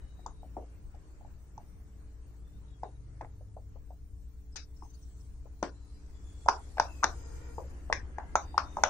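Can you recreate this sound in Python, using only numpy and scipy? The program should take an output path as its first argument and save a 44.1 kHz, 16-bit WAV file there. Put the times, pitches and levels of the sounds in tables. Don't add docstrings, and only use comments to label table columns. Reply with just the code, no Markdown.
import sys
import numpy as np
from scipy import signal
from scipy.fft import rfft, irfft, next_fast_len
from scipy.io import wavfile
from scipy.ndimage import uniform_filter1d

SR = 44100
rng = np.random.default_rng(int(sys.argv[2]) if len(sys.argv) > 2 else 0)


def persist_wave(psi):
    counts = np.round(np.clip(psi, -1, 1) * 32767).astype(np.int16)
    wavfile.write(sys.argv[1], SR, np.atleast_2d(counts).T)


def natural_amplitude(level_db):
    exponent = np.asarray(level_db, float) / 20
    return 10 ** exponent


N = 392049
T = np.arange(N) / SR
FAR_SIDE_S = 7.3


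def rms_one(x):
    return x / np.sqrt(np.mean(x ** 2) + 1e-20)


def in_time(rows):
    s, *columns = np.transpose(rows)
    return [np.interp(T, s, c) for c in columns]


def at_hz(points, hz):
    known_hz, value = np.transpose(points)
    return np.interp(np.log(hz), np.log(known_hz), value)


def drift(rate):
    return np.interp(T * rate, np.arange(400), 1.2 * rng.standard_normal(400))


def decay(t, t60):
    return natural_amplitude(-60 * t / np.clip(t60, .002, 2))


def add(out, s, burst):
    i = max(round(s * SR), 0)
    out[..., i:i + burst.shape[-1]] += burst[..., :N - i]


def resonance(x, hz, width_hz):
    r = np.exp(-np.pi * width_hz / SR)
    top = np.array([1, 0, -1]) * (1 - r * r) / 2
    return signal.lfilter(top, [1, -2 * r * np.cos(2 * np.pi * hz / SR), r * r], x)


def knock(out, s, db, hz, pan_db, rise_ms, t60):
    t = np.arange(-300, round(np.clip(t60, .002, .1) * SR)) / SR
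    swell = np.exp(-np.log(2) * (1000 * t / max(rise_ms, .2)) ** 2)
    shape = np.where(t < 0, swell, decay(t, t60))
    share = 2 / (1 + natural_amplitude([[-pan_db], [pan_db]]))
    add(out, s + t[0], natural_amplitude(db) * share * shape * np.cos(2 * np.pi * hz * t + 2.53))


def rattle(rows, db, t60, low_hz, high_hz):
    out, t = np.zeros((2, N)), np.arange(3000) / SR
    creak_s = .004
    for row, (both, own) in zip(rows, rng.standard_normal((len(rows), 2, 3000))):
        shape = decay(np.maximum(t - creak_s, 0), t60) * np.minimum(t / creak_s, 1) ** 3
        ports = np.array([1.68 * both, 0.82 * both + .5 * own])
        add(out, row[0] - creak_s, natural_amplitude(row[1] + db) * shape * ports)
    band = signal.butter(4, [low_hz, high_hz], "band", fs=SR, output="sos")
    return signal.sosfilt(band, out + 1e-18)


def streak(hz, width_hz):
    knots = rng.standard_normal((2, 2, 3000))
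    at = np.arange(len(hz)) * width_hz / SR
    slow = np.array([[np.interp(at, np.arange(3000), k) for k in pair] for pair in knots])
    turn = 2 * np.pi * np.cumsum(hz) / SR
    return rms_one(slow[0] * np.cos(turn) + slow[1] * np.sin(turn))


def streaks(rows):
    out = np.zeros((2, N))
    for s, length, from_hz, to_hz, width_hz, db in rows:
        hz = np.linspace(from_hz, to_hz, round(length * SR))
        shape = np.hanning(len(hz)) ** 0.17
        add(out, s, natural_amplitude(db + 1.0) * shape * streak(hz, 1.8 * width_hz) * natural_amplitude([[2.5], [-2.5]]))
    return out * natural_amplitude(2.5 * drift(30))


# (peak time [s], peak level [dB], pitch [Hz], left-right [dB])
PRESSES = [(0.1946, -50, 710, 8), (0.2636, -28, 940, 6), (0.4335, -41, 727, 2), (0.4498, -52, 680, 1),
           (0.5692, -28.5, 740, 4), (0.5865, -35.5, 600, 2), (0.9468, -47.5, 726, 9), (1.212, -49, 800, 8),
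           (1.2507, -46, 770, 4), (1.5807, -35.5, 866, -2), (2.8347, -24.5, 780, 0), (2.855, -44, 820, 2),
           (3.2118, -30, 833, 0), (3.2485, -38, 776, -1), (3.4111, -48.5, 563, -4), (3.5691, -37, 632, 1),
           (3.76, -46.5, 530, 11), (3.9076, -43, 683, 3)]
# (peak time [s], peak level [dB], pitch [Hz], left-right [dB])
HANDLING = [
    (4.5597, -46, 890, 10),
    (4.8252, -39.5, 970, 14),
    (4.85, -56.5, 960, 3),
    (5.4588, -45, 540, 10),
    (5.6288, -20, 650, 5),
    (5.6305, -20, 940, 3),
]
# (peak time [s], peak level [dB], pitch [Hz], left-right [dB], ring to -60 dB [cycles])
FLIPS = [(6.463, -24.5, 730, -2, 7), (6.4865, -7, 944, -2, 15), (6.775, -33, 800, 6, 12),
         (6.7842, -24.5, 720, 4, 10), (6.7995, -7, 900, 2, 8), (7.0311, -19, 1080, 6, 8.5),
         (7.0362, -12, 1170, 5, 5.7), (7.0428, -14, 887, 0.5, 9.8), (7.5838, -28.5, 880, 4, 8.8),
         (7.9011, -24, 660, 1, 7.3), (7.9282, -19, 1050, 3.5, 6), (8.1852, -25, 813, 4, 8.5),
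         (8.3557, -9, 860, -1.5, 4.6), (8.5452, -31, 860, -2, 13), (8.5798, -9.5, 1092, 3.5, 9),
         (8.7709, -20, 920, 2, 7), (8.7878, -26, 790, 0, 4.7), (8.8376, -8.5, 820, 3, 8)]
# (peak time [s], peak level [dB],
# pitch [Hz])
REBOUNDS = [(.2695, -40, 900), (6.4835, -26, 1300), (6.511, -27, 1100), (6.7715, -36, 850),
            (.625, -46, 750), (6.8565, -32, 750), (7.0285, -33, 900), (7.079, -34, 700),
            (7.9012, -30, 1000), (8.862, -27, 1000), (8.1862, -34, 480), (8.1853, -34, 1680),
            (8.8378, -27, 3100), (7.0425, -24, 4150), (6.7995, -27, 4800)]


def domes():
    out = rattle(PRESSES, -7.0, 0.05, 392, 1120) + rattle(HANDLING + FLIPS, -12.0, 0.035, 390, 1300)
    lying = [row + (8.2,) for row in PRESSES]
    held = [row + (5.0,) for row in HANDLING]
    for s, db, hz, pan_db, cycles in lying + held + FLIPS:
        rise_ms = 0.55 - 0.03 * db
        knock(out, s, db, hz, pan_db, rise_ms, cycles / hz)
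    for s, db, hz in REBOUNDS:
        knock(out, s, db, hz, 2.0, 0.9, 5.0 / hz)
    return out


# (peak time [s], peak level [dB], pitch [Hz], left-right [dB])
CLACKS = [(2.8335, -49, 1520, 3), (3.2114, -43, 1900, 3), (3.2478, -50, 1900, 3), (4.56, -43, 1540, 11),
          (4.5652, -47, 2600, 9), (4.57, -41, 2300, 6), (5.6294, -27, 1400, 6), (5.64, -34, 1460, -3),
          (6.4867, -16, 1400, -12), (6.773, -46, 2600, -8), (6.7824, -26.5, 1600, -1),
          (6.7992, -17, 1480, -4), (7.0347, -21.5, 1480, 1), (7.0428, -15, 1570, -2),
          (7.9271, -14, 1840, 2), (8.1852, -42, 1680, -3), (8.2, -48, 1610, -5), (8.3556, -17, 1330, -3),
          (8.58, -18, 1390, 3), (8.7695, -44, 1580, -9), (8.8367, -12.5, 1475, 0)]


def clacks():
    out = rattle(CLACKS, -4.5, 0.032, 980, 2475) + rattle(CLACKS, -13.0, 0.024, 3400, 5400)
    for s, db, hz, pan_db in CLACKS:
        knock(out, s, db + 1.0, hz, pan_db, 0.36, 0.014 * (1500 / hz) ** 3.5)
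    return out


# (time [s], peak level [dB])
THUDS = [(0.567, -37), (2.831, -48), (3.22, -47.5), (4.556, -52), (4.824, -48.5), (5.625, -28),
         (6.484, -37), (7.04, -31.5), (7.579, -34), (7.924, -43.5), (8.834, -46)]


def thuds():
    out = np.zeros((2, N))
    for s, db in THUDS:
        hz = 310 if s < FAR_SIDE_S else 470
        knock(out, s + 0.00416, db, hz, 2.5, 1.4, 0.034)
    return out


def nearer_left(x):
    lag_s = .00012
    return np.array([x[0], np.roll(x[1], round(lag_s * SR))])


# (peak time [s], peak level [dB], pitch [Hz])
PEELS = [(0.264, -41, 7060), (0.9493, -65, 5880), (1.579, -54, 5850), (2.8341, -56, 4950),
         (3.2134, -57, 5710), (4.5587, -35, 6200), (4.563, -37, 5600), (4.5675, -39, 5600),
         (5.6284, -31.5, 5930), (6.4605, -52, 7200), (6.4862, -22.5, 5540), (6.4945, -25, 5700),
         (6.7722, -52, 5220), (6.7827, -52, 5090), (6.799, -21.5, 5700), (7.034, -33, 6130),
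         (7.042, -14, 5950), (7.9272, -23.5, 5700), (7.9346, -35, 5260), (8.184, -54, 6500),
         (8.3561, -23, 6400), (8.3627, -35, 6310), (8.5794, -23, 5250), (8.7692, -46, 6160),
         (8.8374, -13, 6050)]
# (pitch [Hz], width [Hz], level [dB])
PORTS = [
    [(5920, 1160, 1), (5060, 720, -1), (3520, 360, -4), (7750, 830, -33)],
    [(6500, 600, -14), (5200, 410, -12), (3500, 3600, -13), (8900, 930, -13.5)],
]


def snaps():
    ticks, crackle, t = np.zeros((2, N)), np.zeros((2, N)) + 1e-18, np.arange(2000) / SR
    grit = rng.standard_normal((len(PEELS), 2, 2000))
    for (s, db, hz), noise in zip(PEELS, grit):
        t60 = 0.0035 - 0.00011 * db
        rip = 4.5 < s < 4.6
        knock(ticks, s, db - 1.0 - 9 * rip, hz, 15, 0.27, 1.25 * t60)
        held_s = .005 * rip
        shape = decay(np.maximum(t - held_s, 0), 2.3 * t60) * np.minimum(t / 0.00046, 1)
        add(crackle, s - .0008, natural_amplitude(db + 10.0) * noise * shape)
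    ported = []
    for side, port in zip(crackle, PORTS):
        peaks = [natural_amplitude(db) * resonance(resonance(side, hz, width), hz, width) for hz, width, db in port]
        ported.append(sum(peaks))
    return ticks + ported


# (time
# [s], pitch [Hz], width [Hz], level [dB], length [s])
LINGERINGS = [(.264, 1050, 1000, -52, .055), (.434, 730, 350, -62, .04), (.569, 620, 620, -43, .075),
              (.569, 1700, 1400, -66, .012), (1.581, 780, 400, -57, .035), (2.835, 700, 750, -45, .06),
              (2.835, 1600, 1400, -59, .025), (3.212, 720, 700, -48, .065), (3.212, 1700, 1500, -57, .04),
              (3.567, 720, 600, -55, .035), (4.562, 800, 800, -58, .03), (4.562, 1600, 800, -54, .07),
              (4.825, 900, 500, -57, .045), (5.629, 550, 800, -39, .085), (5.629, 1550, 1400, -45, .07),
              (6.459, 800, 700, -42, .03), (6.487, 440, 210, -41, .09), (6.487, 930, 600, -31, .12),
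              (6.487, 1450, 500, -38, .11), (6.8, 820, 510, -37, .115), (6.8, 1400, 800, -42, .1),
              (7.043, 450, 220, -43, .065), (7.043, 760, 360, -39, .115), (7.043, 1400, 800, -39, .1),
              (7.584, 560, 450, -43, .085), (7.584, 950, 500, -49, .045), (7.901, 550, 360, -40, .03),
              (7.901, 980, 280, -44, .03), (7.928, 680, 750, -43, .055), (7.928, 1850, 700, -40, .09),
              (8.185, 880, 500, -44, .135), (8.195, 1620, 600, -55, .07), (8.356, 800, 400, -37, .1),
              (8.356, 1250, 700, -36, .085), (8.545, 860, 350, -52, .04), (8.58, 1200, 1000, -36, .11),
              (8.58, 700, 300, -45, .1), (8.771, 850, 1000, -38, .055), (8.838, 730, 400, -32, .08),
              (8.838, 1350, 900, -34, .08),
              (.264, 6600, 1600, -63, .06), (2.835, 3800, 500, -71, .06), (4.562, 2530, 1000, -54, .07),
          (4.562, 5600, 2200, -46, .085), (4.562, 4000, 800, -54, .08), (5.629, 5300, 2400, -52, .07),
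          (5.625, 7900, 1400, -62, .06), (5.629, 3200, 2200, -54, .06), (6.487, 5500, 2000, -42, .08),
          (6.487, 2700, 1200, -52, .05), (6.8, 5600, 2200, -46, .07), (6.8, 3900, 1000, -52, .065),
          (6.8, 2500, 700, -54, .06), (7.043, 4190, 1200, -47, .06), (7.043, 5900, 1600, -46, .085),
          (7.043, 2400, 700, -52, .05), (7.928, 2350, 600, -44, .05), (7.928, 5900, 1640, -45, .07),
          (7.928, 3900, 1400, -53, .05), (8.356, 2250, 600, -50, .055), (8.356, 3950, 750, -51, .06),
          (8.356, 6400, 1500, -43, .09), (8.58, 2600, 1400, -49, .045), (8.58, 5400, 2600, -46, .065),
          (8.771, 6200, 1400, -60, .045), (8.838, 6100, 1500, -42, .08), (8.838, 3200, 1900, -43, .08),
              (.94, 680, 350, -61, .03),
    (1.21, 760, 500, -61, .022),
    (1.249, 770, 400, -58, .028),
    (3.408, 600, 350, -62, .025),
    (3.758, 780, 700, -59, .022),
    (3.905, 740, 450, -57, .03),
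    (5.457, 750, 800, -60, .02),
]
# (frequency [Hz], left-right [dB])
PORT_LEAN = [(2000, 2.5), (5800, 10), (8200, -5)]


def linger():
    out, bins_hz = np.zeros((2, N)), np.fft.rfftfreq(8192, 1 / SR)
    for s, hz, width_hz, db, length in LINGERINGS:
        t = np.arange(round((length + .04) * SR)) / SR
        white = rfft(rng.standard_normal((2, 8192)))
        off = 2 * (bins_hz - hz) / width_hz
        wide = rms_one(irfft(white * np.exp(-.5 * off ** 4)))[:, :len(t)]
        core = rms_one(irfft(white * np.exp(-.5 * ((off + .3) / .62) ** 4)))[:, :len(t)]
        aged = np.minimum(t / length, 1)
        left, right = (1 - aged) * wide + aged * core
        alike = np.clip(0.85 - hz / 4000, 0, 1)
        ports = [left, alike * left + np.sqrt(1 - alike ** 2) * right]
        share = natural_amplitude(at_hz(PORT_LEAN, hz) / 2 * np.array([[1], [-1]]))
        share = share / np.sqrt(np.mean(share ** 2))
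        shape = np.minimum(t / .005, 1) * decay(t, .26) * decay(np.maximum(t - length, 0), .05)
        add(out, s, natural_amplitude(db + 1.5) * shape * ports * share)
    return out


# (time [s], level [dB], spacing [Hz])
SLIDE = [
    (7.05, -79, 469),
    (7.18, -62.5, 462),
    (7.35, -61.5, 469.4),
    (7.52, -59.5, 472),
    (7.62, -87, 485),
]
# (multiple of spacing, width [Hz], level [dB])
SLIDE_RIDGES = [(1, 57, 1.5), (2, 170, -8), (3, 170, -8), (4, 150, -11.5), (5, 150, -13)]


def slide():
    out, start, end = np.zeros((2, N)), round(SLIDE[0][0] * SR), round(SLIDE[-1][0] * SR)
    db, spacing_hz = [c[start:end] for c in in_time(SLIDE)]
    ridges = sum(natural_amplitude(d) * streak(k * spacing_hz, width) for k, width, d in SLIDE_RIDGES)
    add(out, SLIDE[0][0], natural_amplitude(db) * ridges)
    return out


# (time [s], length [s], pitch [Hz], width [Hz], level [dB])
TURNING = [(4.763, .016, 5400, 600, -70), (4.518, .035, 5200, 450, -73), (4.78, .09, 5350, 450, -77),
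           (4.83, .065, 6250, 250, -74), (4.89, .03, 6180, 400, -66), (4.933, .03, 6300, 350, -71),
           (4.943, .02, 4550, 400, -69), (5.017, .03, 5850, 400, -68), (5.197, .025, 5600, 700, -71),
           (5.0, .3, 7800, 450, -77)]


def turning():
    return streaks([(s, length, hz, hz, width, db) for s, length, hz, width, db in TURNING])


# (band centre [Hz], fall by 60 dB [s], level [dB])
ROOM = [(264, 0.22, -31), (540, 0.21, -38), (1080, 0.3, -45), (2050, 0.26, -46), (4300, 0.3, -44),
        (7900, 0.4, -48)]
# (delay [s], level [dB])
ECHOES = [
    (.0065, -26),
    (.013, -25),
    (.025, -28),
]


def room(x):
    t, noise = np.arange(SR // 4) / SR, rng.standard_normal((len(ROOM), 2, SR // 4))
    noise[:2, 1] = 0.69 * noise[:2, 0] + 0.74 * noise[:2, 1]
    tail = 0
    for (hz, t60, db), white in zip(ROOM, noise):
        octave = signal.butter(2, [hz / 2 ** .5, hz * 2 ** .5], "band", fs=SR, output="sos")
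        gate_s = 0.105 * (1000 / hz) ** .25
        shape = decay(t, t60) * decay(np.maximum(t - gate_s, 0), 7.2 * 0.035)
        tail = tail + natural_amplitude(db) * signal.sosfilt(octave, white) * shape
    tail = tail * np.minimum(t / 0.0013, 1)
    for s, db in ECHOES:
        tail[:, round(s * SR)] += natural_amplitude(db)
    return signal.oaconvolve(x, tail, axes=1)[:, :N]


def hum(rows, orders, wobble_db):
    hz, db = in_time(rows)
    turn = 2 * np.pi * np.cumsum(hz) / SR
    out = 0
    for k, d in orders:
        level = natural_amplitude(db + 2 + d + wobble_db * drift(2.925))
        out = out + level * np.sin(k * turn + rng.uniform(0, 5.94))
    return out


# (time [s], level [dB])
MOTOR = [
    (0, -49),
    (.6, -43.5),
    (1.2, -54.5),
    (1.9, -46.5),
    (8.89, -46.5),
]
# (multiple of 57.9 Hz, level [dB])
MOTOR_ORDERS = [(1, -2), (1.5, -20), (2, -25.5), (3, -24), (5, -24), (7.5, -29)]


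def motor():
    return hum([(s, 57.9, db) for s, db in MOTOR], MOTOR_ORDERS, 0.78)


# (time [s], firing rate [Hz], level [dB])
IDLER = [
    (0, 66.3, -56),
    (1.2, 66.2, -57.5),
    (2.5, 65.8, -58),
    (3.6, 66.2, -54.5),
    (4.6, 66.7, -48.5),
    (5.8, 67.2, -51),
    (7, 67.9, -44),
    (8.1, 68.2, -43.5),
    (8.89, 68.5, -46),
]
# (multiple of firing rate, level [dB])
IDLER_ORDERS = [(.25, -8.5), (.75, -20.5), (1, -2.5), (1.25, -15.5), (1.5, -19)]


def idling_engine():
    return hum(IDLER, IDLER_ORDERS, .9)


# (time [s], pitch [Hz], level [dB])
PASSERS = [
    [(2, 139.8, -82), (2.6, 133.9, -66.5), (3.4, 129.2, -62), (4.3, 119.5, -69.5), (5.2, 114.1, -65),
     (5.6, 111, -91)],
    [(2, 109.6, -73), (2.6, 107, -62), (3.5, 100.9, -50), (4.3, 94, -76), (4.8, 91, -72)],
    [(4.6, 128.5, -82), (5.2, 124.7, -62), (6.2, 111.6, -73), (6.6, 112, -82)],
    [(6.6, 120, -85), (7.2, 122, -66), (8, 126.1, -61), (8.5, 131, -80)],
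]


def passing_engines():
    return sum(hum(rows, [(0.99, 0.013)], 2.5) for rows in PASSERS)


# (frequency [Hz], left-right likeness [-1 to 1])
LIKENESS = [(60, 0.72), (180, 0.9), (550, 0.53), (1650, -0.084), (4970, 0.029), (15000, -0.03)]
# (frequency [Hz], left-right [dB])
LEAN = [(60, 4.5), (180, 0), (550, 1), (1650, 1), (4970, 3), (15000, -2)]


def far_noise(spectrum, level_db, patchy_db):
    size = next_fast_len(N)
    hz = np.maximum(np.fft.rfftfreq(size, 1 / SR), 1)
    mid, side = rfft(rng.standard_normal((2, size)))
    alike, lean = np.clip(at_hz(LIKENESS, hz), -1, 1), natural_amplitude(at_hz(LEAN, hz) / 2)
    colour = natural_amplitude(at_hz(spectrum, hz)) * (hz > spectrum[0][0]) * (hz < spectrum[-1][0])
    mid = colour * np.sqrt(1 + alike) * mid
    side = colour * np.sqrt(1 - alike) * side
    pair = irfft(np.array([(mid + side) * lean, (mid - side) / lean]), size)[:, :N]
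    return rms_one(pair) * natural_amplitude(level_db + patchy_db * drift(8.3))


# (time [s], level [dB])
TRAFFIC = [
    (0, -69.5),
    (1.14, -69),
    (1.86, -71.5),
    (2.89, -72),
    (4.33, -76),
    (5.49, -72.5),
    (6.24, -69.5),
    (6.96, -62),
    (8.2, -62),
    (8.89, -58),
]
# (time [s], length [s], level [dB])
BRUSHES = [
    (4.5, 1.1, -78),
    (5.4, 2.7, -75),
    (8.6, .6, -74),
]
# (frequency [Hz], level per Hz [dB])
RUMBLE = [(7.1, -31), (12, -1.5), (43, 0), (66, -4), (84, -4), (108, -10.5), (214, -20.5), (240, -27.5),
          (310, -38), (530, -120)]
# (frequency [Hz], level per Hz [dB])
STREET = [(130, -43.5), (220, -3.5), (312, -0.5), (478, -8.5), (576, -10.5), (1660, -16.5), (1850, -18),
          (3000, -25.5), (3900, -40), (6600, -120)]
# (frequency [Hz], level per Hz [dB])
HISS = [(1650, -25), (2800, -13.5), (4560, -4.5), (4980, -8.5), (5510, -3.5), (7070, -3), (9550, -3.5),
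        (9980, -14), (12000, -17), (14200, -33)]


def street():
    street_db, = in_time(TRAFFIC)
    swing_db = street_db - street_db.mean()
    brushed = np.zeros(N) + natural_amplitude(-77)
    for s, length, db in BRUSHES:
        add(brushed, s, natural_amplitude(db) * np.hanning(round(length * SR)) ** .9)
    hiss_db = 20 * np.log10(brushed) + .4 * swing_db
    rumble = far_noise(RUMBLE, -57.5 + .35 * swing_db + 6.5, 1.48)
    return rumble + far_noise(STREET, street_db + 3.5, 1.08) + far_noise(HISS, hiss_db + 2.0, 0.62)


# (time [s], length [s], low edge [Hz], high edge [Hz], share of time heard)
AIRINGS = [(0, 1.25, 14200, 15000, .55), (1.25, 1.35, 14200, 15000, .95), (0, 2.8, 15000, 15750, .3),
           (3.2, 2.1, 14200, 15000, .9), (3.6, 1.1, 15000, 15750, .4), (4.7, .95, 15000, 15750, .95),
           (5.65, .8, 14600, 15750, .35), (6.52, .7, 12800, 13500, .9), (6.75, 1.17, 13500, 15000, .9),
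           (8.3, .27, 14200, 15500, .8), (8.68, .21, 13500, 14800, .6)]


def insects():
    out = np.zeros((2, N))
    for s, length, low_hz, high_hz, heard in AIRINGS:
        size = round(length * SR)
        hz = np.fft.rfftfreq(size, 1 / SR)
        white = rfft(rng.standard_normal((2, size)))
        band = rms_one(irfft(white * (hz > low_hz) * (hz < high_hz), size))
        flicker = drift(30)[:size]
        gate = uniform_filter1d(1.0 * (flicker < np.quantile(flicker, heard)), size=300)
        level = natural_amplitude(-82 + 4 * (s > FAR_SIDE_S - 1))
        add(out, s, level * gate * np.hanning(size) ** .1 * band)
    return out


# (frequency [Hz], depth [dB])
PATCHES = [(300, 0.5), (2500, 4), (6500, 5.5), (8000, 10), (10500, 23.5), (16000, 6)]


def suppress(x):
    hz, _, cells = signal.stft(x, SR, nperseg=512)
    field = rng.standard_normal(cells.shape[1:])
    field = rms_one(uniform_filter1d(uniform_filter1d(field, size=2, axis=0), size=10, axis=1))
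    gain = natural_amplitude(at_hz(PATCHES, np.maximum(hz, 1))[:, None] * np.tanh(1.4 * (field - .3)))
    gain = gain / np.sqrt(np.mean(gain ** 2, axis=1, keepdims=True))
    return signal.istft(cells * gain, SR, nperseg=512)[1][:, :N]


# (time [s], length [s], start pitch [Hz], end pitch
# [Hz], level [dB])
BIRDS = [
    (0, .46, 3860, 3820, -79),
    (2.42, .1, 3480, 3550, -86),
    (2.52, .075, 3550, 3750, -80),
    (2.65, .1, 3870, 3750, -81),
    (2.66, .14, 3500, 3270, -81),
    (2.84, .14, 3780, 3860, -83),
    (0, .14, 2950, 2950, -82),
    (6.8, .25, 2750, 2500, -70),
]


def birds():
    return streaks([(s, length, a, b, 90, db) for s, length, a, b, db in BIRDS])


# (time [s], length [s], pitch [Hz], level [dB])
WHINES = [(6.12, .58, 3430, -77), (6.1, .7, 7200, -75), (8.12, .23, 2050, -72), (8.42, .41, 3680, -72),
          (8.6, .2, 6100, -73), (8.36, .21, 4750, -73), (5.56, .5, 4050, -83), (5.85, .42, 4950, -82),
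          (8.08, .28, 1640, -70), (6.75, 1, 5020, -74), (6.8, .95, 6320, -73), (6.75, 1, 7150, -71)]


def whines():
    return streaks([(s, length, hz, hz, .033 * hz, db) for s, length, hz, db in WHINES])


def scene():
    toy = nearer_left(domes() + clacks() + thuds()) + snaps()
    port_top = signal.butter(6, 8900, fs=SR, output="sos")
    toy = signal.sosfilt(port_top, toy + 1e-18)
    mat = linger() + slide() + turning()
    engines = (motor() + idling_engine() + passing_engines()) * natural_amplitude([[.7], [-.7]])
    return toy + room(toy) + mat + engines + suppress(street() + insects()) + birds() + whines()


def top_cut(x):
    return signal.sosfilt(signal.butter(12, 16670, fs=SR, output="sos"), x)


def record(dry):
    return top_cut(dry)


dry = scene()
out = record(dry)
persist_wave(out)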